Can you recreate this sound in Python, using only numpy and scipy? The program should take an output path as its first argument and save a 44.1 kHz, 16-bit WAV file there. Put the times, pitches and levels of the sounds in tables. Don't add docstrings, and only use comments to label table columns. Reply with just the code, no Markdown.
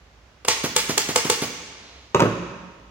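import sys
import numpy as np
from scipy import signal
from scipy.fft import rfft, irfft
from scipy.io import wavfile
from scipy.ndimage import uniform_filter1d, minimum_filter1d

SR = 44100
rng = np.random.default_rng(int(sys.argv[2]) if len(sys.argv) > 2 else 0)


def log_audio(samples):
    frames = np.atleast_2d(samples).T
    limited = np.clip(frames, -1, 1)
    pcm = np.round(limited * 32767).astype(np.int16)
    wavfile.write(sys.argv[1], SR, pcm)


N = 127890

# (time [s], crack [dB], frame ring [dB], escaping air [dB], crack tilt [dB/octave])
SHOTS = [(.4830, -7.5, -9, -22, -0.5), (0.7632, -6.5, -11, -25.5, 1), (0.9776, -7.5, -17.5, -30.5, 1.5),
         (1.159, -7, -10, -27.5, 0.5), (1.2989, -8.5, -13.5, -26.5, 0.7)]
# (time [s], thump [dB], exhaust [dB])
RETURNS = [(0.6427, -12.5, -24.5), (0.897, -13, -24.5), (1.0922, -16, -26.5), (1.2541, -14.5, -27.5),
           (1.424, -14, -26)]
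# (time [s], table ring [dB], thud [dB], casing ring [dB], clack [dB])
KNOCKS = [(2.1467, -10.5, -13, -6.5, -14.5), (2.1955, -20.5, -19, -14, -23),
          (2.2031, -20.5, -15, -9.5, -14.5), (2.2213, -9, -14, -23.5, -22.5), (2.2281, -18, -18, -24, -31),
          (2.2560, -15.5, -17.5, -28, -37)]

# (frequency [Hz], relative level [dB], t60 [s])
STEEL_MODES = [(2310, -1, .04), (3150, -5, .04), (3400, -3, .06), (4400, -6, .05), (5110, -3, .05),
               (6380, -2, .09), (6550, -4, .16), (7130, 0, .08), (7930, 0, .04), (9230, -7, .03)]
FRAME_MODES = [(95, -21, .2), (180, -17, .08), (435, -8, .03), (480, 0, .065), (890, 3, .05),
               (1050, -10, .03), (1170, -12, .035), (1300, -10, .035)]
TABLE_MODES = [(115, -11, .2), (186, 0, .2), (226, -5, .17), (331, -1, .13), (387, 1, .095), (440, -3, .05),
               (492, -3, .09), (529, -1, .11), (594, -11, .1)]
CASING_MODES = [(948, 0, .08), (1010, -4, .05), (1078, -1, .08), (1170, -15, .07), (1260, -13, .09),
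                (2120, -17, .05), (2385, -15, .05)]

# (frequency [Hz], relative level [dB])
ROOM_TONE_SPECTRUM = [(20, -18), (40, -5.5), (59, 12.5), (80, -4), (200, -15.5), (600, -16.5),
                      (2000, -20.5), (6500, -30.5), (8500, -43), (15000, -50)]
CRACK_SPECTRUM = [(100, -24), (280, -6), (480, 6), (650, 0), (900, 6), (1700, 1), (3500, 4), (5000, 2.5),
                  (7000, 6), (9200, -1), (11000, -12), (15500, -12)]
VALVE_SPECTRUM = [(300, -7.5), (2000, -1.5), (7000, -20.5), (9500, -1), (12000, -7.5), (15500, 5.5)]
AIR_SPECTRUM = [(150, -23.5), (500, -9), (2200, 15.5), (3000, 6), (5000, 16), (6700, 8.5), (8300, -38.5),
                (11000, -8.5), (15500, -24.5)]
EXHAUST_SPECTRUM = [(150, -8.5), (480, 11), (680, 9.5), (950, 10.5), (2000, 6.5), (4000, 5.5), (6800, 6),
                    (8000, -6), (9500, -2), (11500, -10), (15500, -3.5)]
RUSTLE_SPECTRUM = [(100, -10), (300, 3), (800, 2), (1600, -2), (4000, 2), (12000, -37)]
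THUD_SPECTRUM = [(40, -32), (75, -8), (110, -4), (180, -3), (260, -5), (440, 4), (720, -12), (1150, -4),
                 (1600, -16), (3000, -31), (15000, -66)]
CLACK_SPECTRUM = [(200, -6), (1000, 3), (1600, 2), (2300, 7), (3500, 2), (5000, -3), (6200, -2),
                  (8000, -12), (10000, -18), (15000, -27)]

# (frequency [Hz], t60 [s], relative level [dB])
REVERB = [(70, 0.51, 4.5), (153, 1.3, -3), (368, 1.14, -7.5), (1043, 1.55, -9), (2170, 1.43, -2),
          (4800, 1.42, -6), (7260, 1.44, -3), (8720, 0.68, -8.5), (14000, 0.51, 3)]
# (frequency [Hz], lag factor [ratio])
LAG_STRETCH = [(250, 0.45), (1000, 2), (2200, 0.82), (4500, 0.98), (9000, 1.164)]
# (frequency [Hz], level [dB])
MIC_BALANCE = [(250, -2.5), (600, -1.5), (2200, -2), (4500, 0), (12000, -1.5)]

FRAME_CONTACT_HZ = 2000
BIN_HZ = np.fft.rfftfreq(N, 1 / SR)


def undb(db):
    return 10 ** (np.asarray(db) / 20)


def along(hz, table, column=1):
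    table = np.array(table, float)
    return np.interp(np.log(np.maximum(hz, 1)), np.log(table[:, 0]), table[:, column])


def colour(x, spectrum, tilt_db=0, size=4096):
    hz = np.arange(size // 2 + 1) * SR / size
    gain = undb(along(hz, spectrum) + tilt_db * np.log2(hz + 1))
    cepstrum = irfft(np.log(gain))
    cepstrum[1:size // 2] *= 2
    cepstrum[size // 2 + 1:] = 0
    impulse = irfft(np.exp(rfft(cepstrum)))
    return signal.fftconvolve(x, impulse / np.linalg.norm(impulse))[:N]


def since(start):
    return np.maximum(np.arange(N) / SR - start, 0)


def fade(t, t60):
    return np.exp(-np.log(1000) * t / t60)


def burst(start, rise, hold, t60):
    envelope = np.minimum(since(start) / rise, 1) * fade(since(start + rise + hold), t60)
    return rng.standard_normal(N) * envelope


def ring(start, modes, contact_hz, detune=0.002):
    t, out = since(start), 0
    for hz, db, t60 in modes:
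        pitch = hz * (1 + detune * rng.standard_normal())
        out += undb(db) * fade(t, t60) * np.cos(2 * np.pi * pitch * t)
    contact = signal.butter(3, contact_hz, fs=SR, output="sos")
    out = signal.sosfilt(contact, out * (t > 0) + 1e-18)
    return out / np.linalg.norm([undb(db) for _, db, _ in modes])


def diffuse(alike_below_hz=733, pan_db=-0.5):
    alike = 1 / (1 + (BIN_HZ / alike_below_hz) ** 2)
    mid, side = rfft(rng.standard_normal((2, N))) * np.sqrt([(1 + alike) / 2, (1 - alike) / 2])
    return irfft(np.array([mid + side, mid - side]), N) * undb([[pan_db / 2], [-pan_db / 2]])


def room_tone(hum_hz=63.7):
    air = np.array([colour(side, ROOM_TONE_SPECTRUM) for side in diffuse()])
    return undb(-49) * air + undb(-77.5) * np.sin(2 * np.pi * hum_hz * since(0))


def nose_tick(start=0.4485):
    tick = colour(burst(start, rise=0.0011, hold=0.00073, t60=0.036), CRACK_SPECTRUM, tilt_db=-3)
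    return undb(-24.5) * tick + undb(-27.5) * ring(start, STEEL_MODES, contact_hz=3810)


def firing_strokes():
    valve = scrape = frame = steel = air = 0
    for start, _, frame_db, air_db, _ in SHOTS:
        valve += undb(-28) * burst(start - 0.007, rise=0.001, hold=0.002, t60=0.011)
        scrape += undb(-20.5) * burst(start - 0.003, rise=0.0005, hold=0.0099, t60=0.013)
        frame += undb(frame_db) * ring(start + 0.001, FRAME_MODES, FRAME_CONTACT_HZ)
        steel += undb(-17.5) * ring(start + 0.0026, STEEL_MODES, contact_hz=12000)
        air += undb(air_db) * burst(start, rise=0.016, hold=0.025, t60=0.1)
    lead_in = colour(valve, VALVE_SPECTRUM) + colour(scrape, CRACK_SPECTRUM, tilt_db=-5)
    return lead_in + frame + steel + colour(air, AIR_SPECTRUM)


def staple_cracks(common_share=0.6):
    shape = dict(rise=0.0007, hold=0.0025, t60=0.016)
    common, out = burst(0, **shape), 0
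    for start, db, _, _, tilt_db in SHOTS:
        repeated = np.sqrt(common_share) * np.roll(common, int(start * SR))
        own = np.sqrt(1 - common_share) * burst(start, **shape)
        out += undb(db) * colour(repeated + own, CRACK_SPECTRUM, tilt_db)
    return out


def piston_returns(swing_s=0.00092, ring_hz=370, ring_t60=0.029):
    thump = exhaust = 0
    for start, thump_db, exhaust_db in RETURNS:
        exhaust += undb(exhaust_db) * burst(start - 0.0083, rise=0.0043, hold=0.018, t60=0.11)
        u = (np.arange(N) / SR - start) / swing_s
        swing = (u ** 2 - 1) * np.exp(-u ** 2 / 2)
        tone = ring(start + 0.00063, [(ring_hz, 0, ring_t60)], FRAME_CONTACT_HZ)
        thump += undb(thump_db) * (swing + undb(-8) * tone)
    return thump + colour(exhaust, EXHAUST_SPECTRUM)


def cloth_rustle():
    return undb(-50.5) * colour(burst(1.41, rise=0.0652, hold=0.49, t60=0.94), RUSTLE_SPECTRUM)


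def table_knocks():
    top = thud = casing = clack = 0
    for start, top_db, thud_db, casing_db, clack_db in KNOCKS:
        top += undb(top_db) * ring(start, TABLE_MODES, contact_hz=890)
        thud += undb(thud_db) * burst(start, rise=0.00052, hold=0.005, t60=0.098)
        casing += undb(casing_db) * ring(start, CASING_MODES, contact_hz=1540)
        clack += undb(clack_db) * burst(start, rise=0.000047, hold=0.001, t60=0.019)
    return top + colour(thud, THUD_SPECTRUM) + casing + colour(clack, CLACK_SPECTRUM)


def workshop(x, bands=18, walls_db=-2, early_db=-7, onset_s=0.014):
    t, noise, walls = since(0), rfft(diffuse()), 0
    centres = np.geomspace(50, 16000, bands)
    for hz, pick in zip(centres, np.eye(bands)):
        band = irfft(noise * np.interp(np.log(BIN_HZ + 1), np.log(centres), pick), N)
        walls += band * undb(walls_db + along(hz, REVERB, column=2)) * fade(t, along(hz, REVERB))
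    walls *= np.sqrt(2 * np.log(1000) / SR)
    early = diffuse() * fade(t, t60=0.16)
    early *= undb(early_db) / np.linalg.norm(early[0])
    response = (walls + early) * np.minimum(t / onset_s, 1)
    return signal.fftconvolve(x, response, axes=1)[:, :N]


def at_microphones(x, lag_s, pan_db):
    delay = lag_s * along(BIN_HZ, LAG_STRETCH)
    left = irfft(rfft(x) * np.exp(-2j * np.pi * BIN_HZ * delay), N)
    return np.array([left * undb(pan_db / 2), x * undb(-pan_db / 2)])


def scene():
    spread = 0.62
    gun = nose_tick() + firing_strokes() + np.sqrt(1 - spread) * staple_cracks()
    gun += piston_returns() + cloth_rustle()
    scattered = np.sqrt(spread) * np.array([staple_cracks(), staple_cracks()])
    knocks = table_knocks()
    direct = at_microphones(gun, lag_s=0.000075, pan_db=-0.5) + scattered
    direct += at_microphones(knocks, lag_s=-0.00012, pan_db=0)
    return room_tone() + direct + workshop(gun + scattered + knocks)


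def record(dry):
    low_cut_hz, top_hz = 67, 15900
    ceiling, window = 0.84, int(0.002 * SR)
    balance_db = along(BIN_HZ, MIC_BALANCE)
    x = irfft(rfft(dry) * undb(np.array([balance_db, -balance_db]) / 2), N)
    x = signal.sosfilt(signal.butter(3, low_cut_hz, "high", fs=SR, output="sos"), x)
    needed_gain = ceiling / np.maximum(np.abs(x).max(0), ceiling)
    gain = uniform_filter1d(minimum_filter1d(needed_gain, window), window)
    return signal.sosfilt(signal.ellip(8, 0.2, 70, top_hz, fs=SR, output="sos"), x * gain)


dry = scene()
out = record(dry)
log_audio(out)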